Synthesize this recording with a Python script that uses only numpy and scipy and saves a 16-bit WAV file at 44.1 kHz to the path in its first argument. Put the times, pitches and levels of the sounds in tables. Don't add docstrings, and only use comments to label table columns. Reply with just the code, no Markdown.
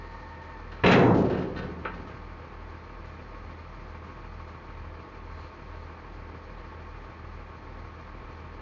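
import sys
import numpy as np
from scipy import signal
from scipy.fft import rfft, irfft, next_fast_len
from scipy.io import wavfile
from scipy.ndimage import uniform_filter1d

SR = 44100
rng = np.random.default_rng(int(sys.argv[2]) if len(sys.argv) > 2 else 0)


def unload_audio(sound):
    columns = np.transpose(np.atleast_2d(sound))
    steps = np.round(np.clip(columns, -1, 1) * 32767)
    wavfile.write(sys.argv[1], SR, steps.astype(np.int16))


N = 379701
TIME = np.arange(N) / SR


def amp(db):
    return 10 ** (np.asarray(db) / 20)


def read(points, hz):
    f, value = np.transpose(points)
    return np.interp(np.log(hz + 1), np.log(f + 1), value)


def add(mix, s, sound):
    part = mix[round(s * SR):][:len(sound)]
    part += sound[:len(part)]


def drift(size, hz):
    knots = rng.standard_normal(2000)
    return np.interp(np.arange(size) / SR * hz, np.arange(len(knots)), knots)


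def colour(x, spectrum, peaks=()):
    size = next_fast_len(len(x))
    hz = np.fft.rfftfreq(size, 1 / SR)
    peaks_db = sum(rise / (1 + (2 * (hz - f) / width) ** 2) for f, width, rise in peaks)
    shaped = irfft(rfft(x, size) * amp(read(spectrum, hz) + peaks_db), size)[:len(x)]
    return shaped / np.sqrt(np.mean(shaped ** 2) + 1e-20)


def cycles(hz):
    return np.cumsum(hz * np.ones(N)) / SR


def swells(rows):
    return sum(amp(db) * np.cos(np.pi * np.clip((TIME - s) / length, -.5, .5)) ** 2
               for s, db, length in rows)


# (peak t/s, level/dB, length/s)
PUFFS = [(3.451, -53, 0.17), (4.8, -48.5, 0.44), (5.407, -51, 0.5), (8.23, -41, 0.07)]
def breeze():
    spectrum = [(15, -9), (35, 0), (60, 6), (110, -4), (220, -17), (800, -58), (3000, -93)]
    return swells(PUFFS) * colour(rng.standard_normal(N), spectrum)


CYLINDERS = [-0.1, -0.5, 1.1, -0.27, -0.72, 0.46]
# (f/Hz, level/dB)
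BLOCK = [(20, -23), (45, -6.5), (62, -9), (90, -1.5), (125, -0.5), (200, -5), (275, -11), (400, -9),
         (700, -17), (800, -11.5), (1300, -9.5), (1420, -15), (2350, -15.5), (2800, -24), (4600, -32),
         (6700, -46)]
# (f/Hz, width/Hz, boost/dB)
PANELS = [(250.8, 8.1, 9), (297.4, 17, 8), (338.7, 17, 10), (388, 42, 3.5), (477, 35, 7.5), (517.4, 24, 9),
          (640, 78, 9), (913, 155, 6), (963, 16, -16), (1099, 19, 11.5), (1206, 94, 3.5), (1480, 14, 7.5),
          (1570, 18, 10), (1744, 34, 6.5), (2436, 8.4, 8)]
def knock(firings, repeat_db=-49.5, fresh_db=-48.5, depth=0.11):
    count = len(CYLINDERS)
    cylinder_db = np.interp(firings, np.arange(count), CYLINDERS, period=count)
    swell = 1 + depth * np.cos(2 * np.pi * firings)
    swell *= amp(cylinder_db + .5 * drift(N, hz=40))
    pattern = rng.standard_normal(6600)
    repeating = pattern[(firings / count % 1 * len(pattern)).astype(int)]
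    return (amp(repeat_db) * colour(swell * repeating, BLOCK, PANELS)
            + amp(fresh_db) * colour(swell * rng.standard_normal(N), BLOCK, PANELS))


# (f/Hz, width/Hz, boost/dB)
FITTINGS_RING = [(4200, 260, 4)]
def jingle(firings, level_db=-72.0, depth=0.3):
    turns = firings / (len(CYLINDERS) / 2)
    wander_db = 2.5 * np.tanh(drift(N, hz=18))
    shake = (1 + depth * np.cos(2 * np.pi * turns)) * amp(wander_db)
    bright = [(1500, -29.5), (3000, -8), (3700, -16), (4200, 0.5),
              (5200, -8), (6600, -11), (7200, -37.5)]
    return amp(level_db) * colour(shake * rng.standard_normal(N), bright, FITTINGS_RING)


# (t/s, level/dB)
HUM_LEVEL = [(0, -63), (2, -56), (5.4, -52), (6.6, -59)]
def hum(start_hz=82.745, sag_hz_per_s=.115):
    level_db = np.interp(TIME, *np.transpose(HUM_LEVEL))
    return np.sqrt(2) * amp(level_db) * np.cos(2 * np.pi * cycles(start_hz - sag_hz_per_s * TIME))


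# (multiple of its firing rate, level/dB)
TRUCK_NOTE = [(1, -49.5), (2, -47.5), (3, -63), (4, -66), (5, -68), (5 / 3, -66), (10, -66)]
# (multiple of its firing rate, level/dB)
LOADER_NOTE = [(1, -50.5)]
def exhausts(truck_firings, loader_firings, truck_db=-1.0):
    def pipe(firings, note):
        return sum(np.sqrt(2) * amp(db) * np.cos(2 * np.pi * times * firings) for times, db in note)
    return amp(truck_db) * pipe(truck_firings, TRUCK_NOTE) + pipe(loader_firings, LOADER_NOTE)


TRUCK_HZ, LOADER_HZ = 40.0, 42.33
def diesels(swing_hz=1.125, crest_s=2.35, period_s=4.6, settle_s=4.0):
    swing = swing_hz * np.exp(-TIME / settle_s) * np.cos(2 * np.pi * (TIME - crest_s) / period_s)
    truck, loader = cycles(TRUCK_HZ), cycles(LOADER_HZ + swing)
    return exhausts(truck, loader) + hum() + knock(truck) + jingle(truck)


# (peak t/s, level/dB, length/s)
SPURTS = [(.12, -66.5, 0.88), (5.42, -62, 0.3), (5.78, -68, .5)]
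def valve():
    spectrum = [(800, -28), (2500, -3), (3700, -6), (4250, 3.5), (5000, -9.5), (7000, -19)]
    return swells(SPURTS) * colour(rng.standard_normal(N), spectrum)


def pump(start_hz=913, sag_hz_per_s=10.9, start_db=-52, fade_db_per_s=.5, stop_s=0.82, release_s=0.23):
    ripple_hz = 18 * np.cos(2 * np.pi * cycles(TRUCK_HZ))
    wander_hz = 11 * drift(N, hz=110)
    turns = cycles(start_hz - sag_hz_per_s * TIME + ripple_hz + wander_hz)
    whine = np.sin(2 * np.pi * turns) + amp(-4) * np.sin(4 * np.pi * turns)
    running = np.clip((stop_s - TIME) / release_s, 0, 1)
    flutter_db = 3.5 * drift(N, hz=110.4)
    return np.sqrt(2) * running * amp(start_db - fade_db_per_s * TIME + flutter_db) * whine


def octaves_up(hz):
    return np.log2(np.maximum(hz / 500, 1))


# (f/Hz, level/dB)
CLATTER = [(120, -23.5), (400, 6.5), (700, -1.5), (1400, 0), (2200, -8), (2900, -9), (3500, -17.5),
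           (4200, -18.5), (5200, -24.5), (7000, -29.5)]
# (f/Hz, width/Hz, boost/dB)
FRAME = [(472, 93, 4), (908, 67, 9), (1313, 80, 8.5), (1580, 60, 5.5), (1800, 34, 6), (2546, 110, 0.5),
         (4150, 160, 3)]
# (f/Hz, level/dB, fade/s), where a fade is a drop of 60 dB
TINE_TONES = [(1502, -2, .5), (1836, 0, .55), (3112, -13, .26), (3693, -11, .2), (4054, -10, .3)]
def tine(db, dullness, edge_hz, ring_db, build_s=.003, fade_s=.42):
    t = TIME[:SR // 2]
    freedom = .5 ** (max(db + 36, 0) / 10.5)
    hz = np.geomspace(50, 8000, 60)
    curve_db = read(CLATTER, hz) - dullness * octaves_up(hz) - 10 * np.log10(1 + (hz / edge_hz) ** 10)
    chatter = amp(freedom * 3 * drift(len(t), hz=130)) * rng.standard_normal(len(t))
    clatter = colour(chatter, np.column_stack([hz, curve_db]), FRAME) * amp(-60 * t / (freedom * fade_s))
    ring = sum(amp(tone_db - 60 * t / ring_s) * np.sin(2 * np.pi * (f * t + rng.random()))
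               for f, tone_db, ring_s in TINE_TONES)
    return amp(db) * (clatter + amp(ring_db) * ring) * (1 - np.exp(-t / build_s))


# (t/s, level/dB, treble cut/dB per octave, treble edge f/Hz, ring against clatter/dB)
CLANKS = [(.716, -42.5, -2.5, 5670, -10), (0.913, -22, -7, 7000, -15.5), (1.14, -48, -8.5, 6070, -12),
          (1.178, -47, -7.5, 6100, -11), (1.245, -43, -3.5, 6060, -9), (1.298, -40, -4.5, 5500, -14),
          (1.322, -34.5, -0.5, 3980, -15.5), (1.372, -50, -9, 5600, -11), (1.405, -42, -1.5, 5500, -10),
          (1.561, -39.5, -5.5, 5100, -3), (1.586, -42.5, -1, 4540, -6), (1.849, -28, -3, 2624, -20.5),
          (1.934, -48.5, -4, 5370, -8), (1.973, -56, -4, 5500, -8), (2.072, -47.5, -2, 6620, -19),
          (3.495, -53, -1, 6000, -11), (6.571, -51, 0, 6000, -8)]
def grapple(ticks_per_s=1.5):
    out = np.zeros(N)
    for s, db, dullness, edge_hz, ring_db in CLANKS:
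        add(out, s, tine(db, dullness, edge_hz, ring_db))
    strikes = (rng.random(N) < ticks_per_s / SR) * rng.random(N)
    tick = tine(db=-54.5, dullness=-5.5, edge_hz=7200, ring_db=-5.5)
    return out + signal.oaconvolve(strikes, tick)[:N]


# (f/Hz, level/dB, fade/s)
PLATES = [(78, -14, 3.0), (92, -16, 1.4), (109, -7.5, 1.5), (135, -0.5, 0.95), (179, -4, 1.9),
          (184, -6, 2.2), (213, -13, 1.9), (238, -8, 1.5), (255, -9, 1.7), (267, -2, 1.45),
          (301, -9.5, 1.6), (312, -4, 1.3), (361, -3, 1.3), (368, -7, 1.45), (381, -7, 1.7),
          (402, -5.5, 1.4), (414, -6, 1.5), (425, -7, 1.2), (461, -10, 1.6), (478, -7.5, 1.4),
          (497, -11, 1.9), (511, -11, 1.6), (535, -9, 1.3), (549, -7, 1.3), (678, -9, 1.2), (698, -9, 1.2),
          (735, -9, 1.0), (873, -8, 1.1), (931, -10, 1.1)]
def plates(swell_s=0.037, wobble_hz=0.91):
    t = TIME[:5 * SR // 2]
    ring = np.zeros(len(t))
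    for k, (hz, db, fade_s) in enumerate(PLATES):
        turns = np.cumsum(hz + wobble_hz * drift(len(t), hz=8.9)) / SR
        waver_db = 3 * np.tanh(drift(len(t), hz=11))
        ring += (-1) ** k * amp(db + waver_db - 60 * t / fade_s) * np.sin(2 * np.pi * turns)
    return ring * (1 - np.exp(-t / swell_s))


# (f/Hz, level/dB)
STEEL = [(20, -30), (55, -14), (105, -1.5), (135, 2.5), (220, -2.5), (390, -1), (540, -5), (620, -6),
         (900, -6.5), (1400, -9.5), (2000, -6), (2700, -8.5), (3200, -16), (4000, -21), (4600, -30),
         (7000, -41)]
# (f/Hz, fade/s)
STEEL_FADE = [(80, 1.3), (200, 1.5), (450, 1.3), (900, 1.11), (1600, 0.58), (2600, 0.3), (4000, 0.37),
              (7000, 0.55)]
# (f/Hz, width/Hz, boost/dB)
RIBS = [(1339, 16, 8.5), (1720, 20, 4.5), (2160, 25, 3), (2630, 57, 9.5), (3320, 120, 6.5), (3970, 110, 9),
        (5130, 25, 10)]
def crash(dullness, build_s=0.0027):
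    t = TIME[:5 * SR // 2]
    noise = colour(rng.standard_normal(len(t)), STEEL, RIBS)
    hz, s, bands = signal.stft(noise, SR, nperseg=512)
    bands = bands * amp(-60 * s / read(STEEL_FADE, hz)[:, None] - dullness * octaves_up(hz)[:, None])
    fading = signal.istft(bands, SR, nperseg=512)[1][:len(t)]
    return fading * (1 - np.exp(-t / build_s))


# (t/s, level/dB, treble cut/dB per octave)
BLOWS = [(.836, -8, 3), (.859, -11, -1.5), (.912, -11, -0.5), (.944, -14, 9.5), (1.034, -19, 6),
         (1.134, -19, 19), (1.27, -24.5, 15), (1.35, -34.5, 15), (1.61, -32.5, 7), (1.949, -36, 10)]
def dump_body(crash_db=-3, plates_db=-16):
    out = np.zeros(N)
    for s, db, dullness in BLOWS:
        add(out, s, amp(db + crash_db) * crash(dullness))
    add(out, BLOWS[0][0], amp(plates_db) * plates())
    return out


def scene():
    return (dump_body() + grapple() + diesels() + pump() + valve() + breeze())[None]


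def gain_control(x, threshold_db=-17.0, share=0.81, recovery_db_per_s=80):
    power_db = 10 * np.log10(abs(uniform_filter1d(x ** 2, size=500)) + 1e-12)
    fall_db = TIME * recovery_db_per_s
    held_db = np.maximum.accumulate(power_db + fall_db) - fall_db
    over_db = np.maximum(held_db - threshold_db, 0)
    return x * amp(-share * uniform_filter1d(over_db, size=150))


def record(dry, ceiling=.36, edge_hz=7150):
    held = gain_control(dry[0])
    rounded = held / (1 + (held / ceiling) ** 4) ** (1 / 4)
    treble_cut = signal.firwin(401, edge_hz, window=("kaiser", 8), fs=SR)
    return signal.oaconvolve(rounded, treble_cut, "same")[None]


dry = scene()
out = record(dry)
unload_audio(out)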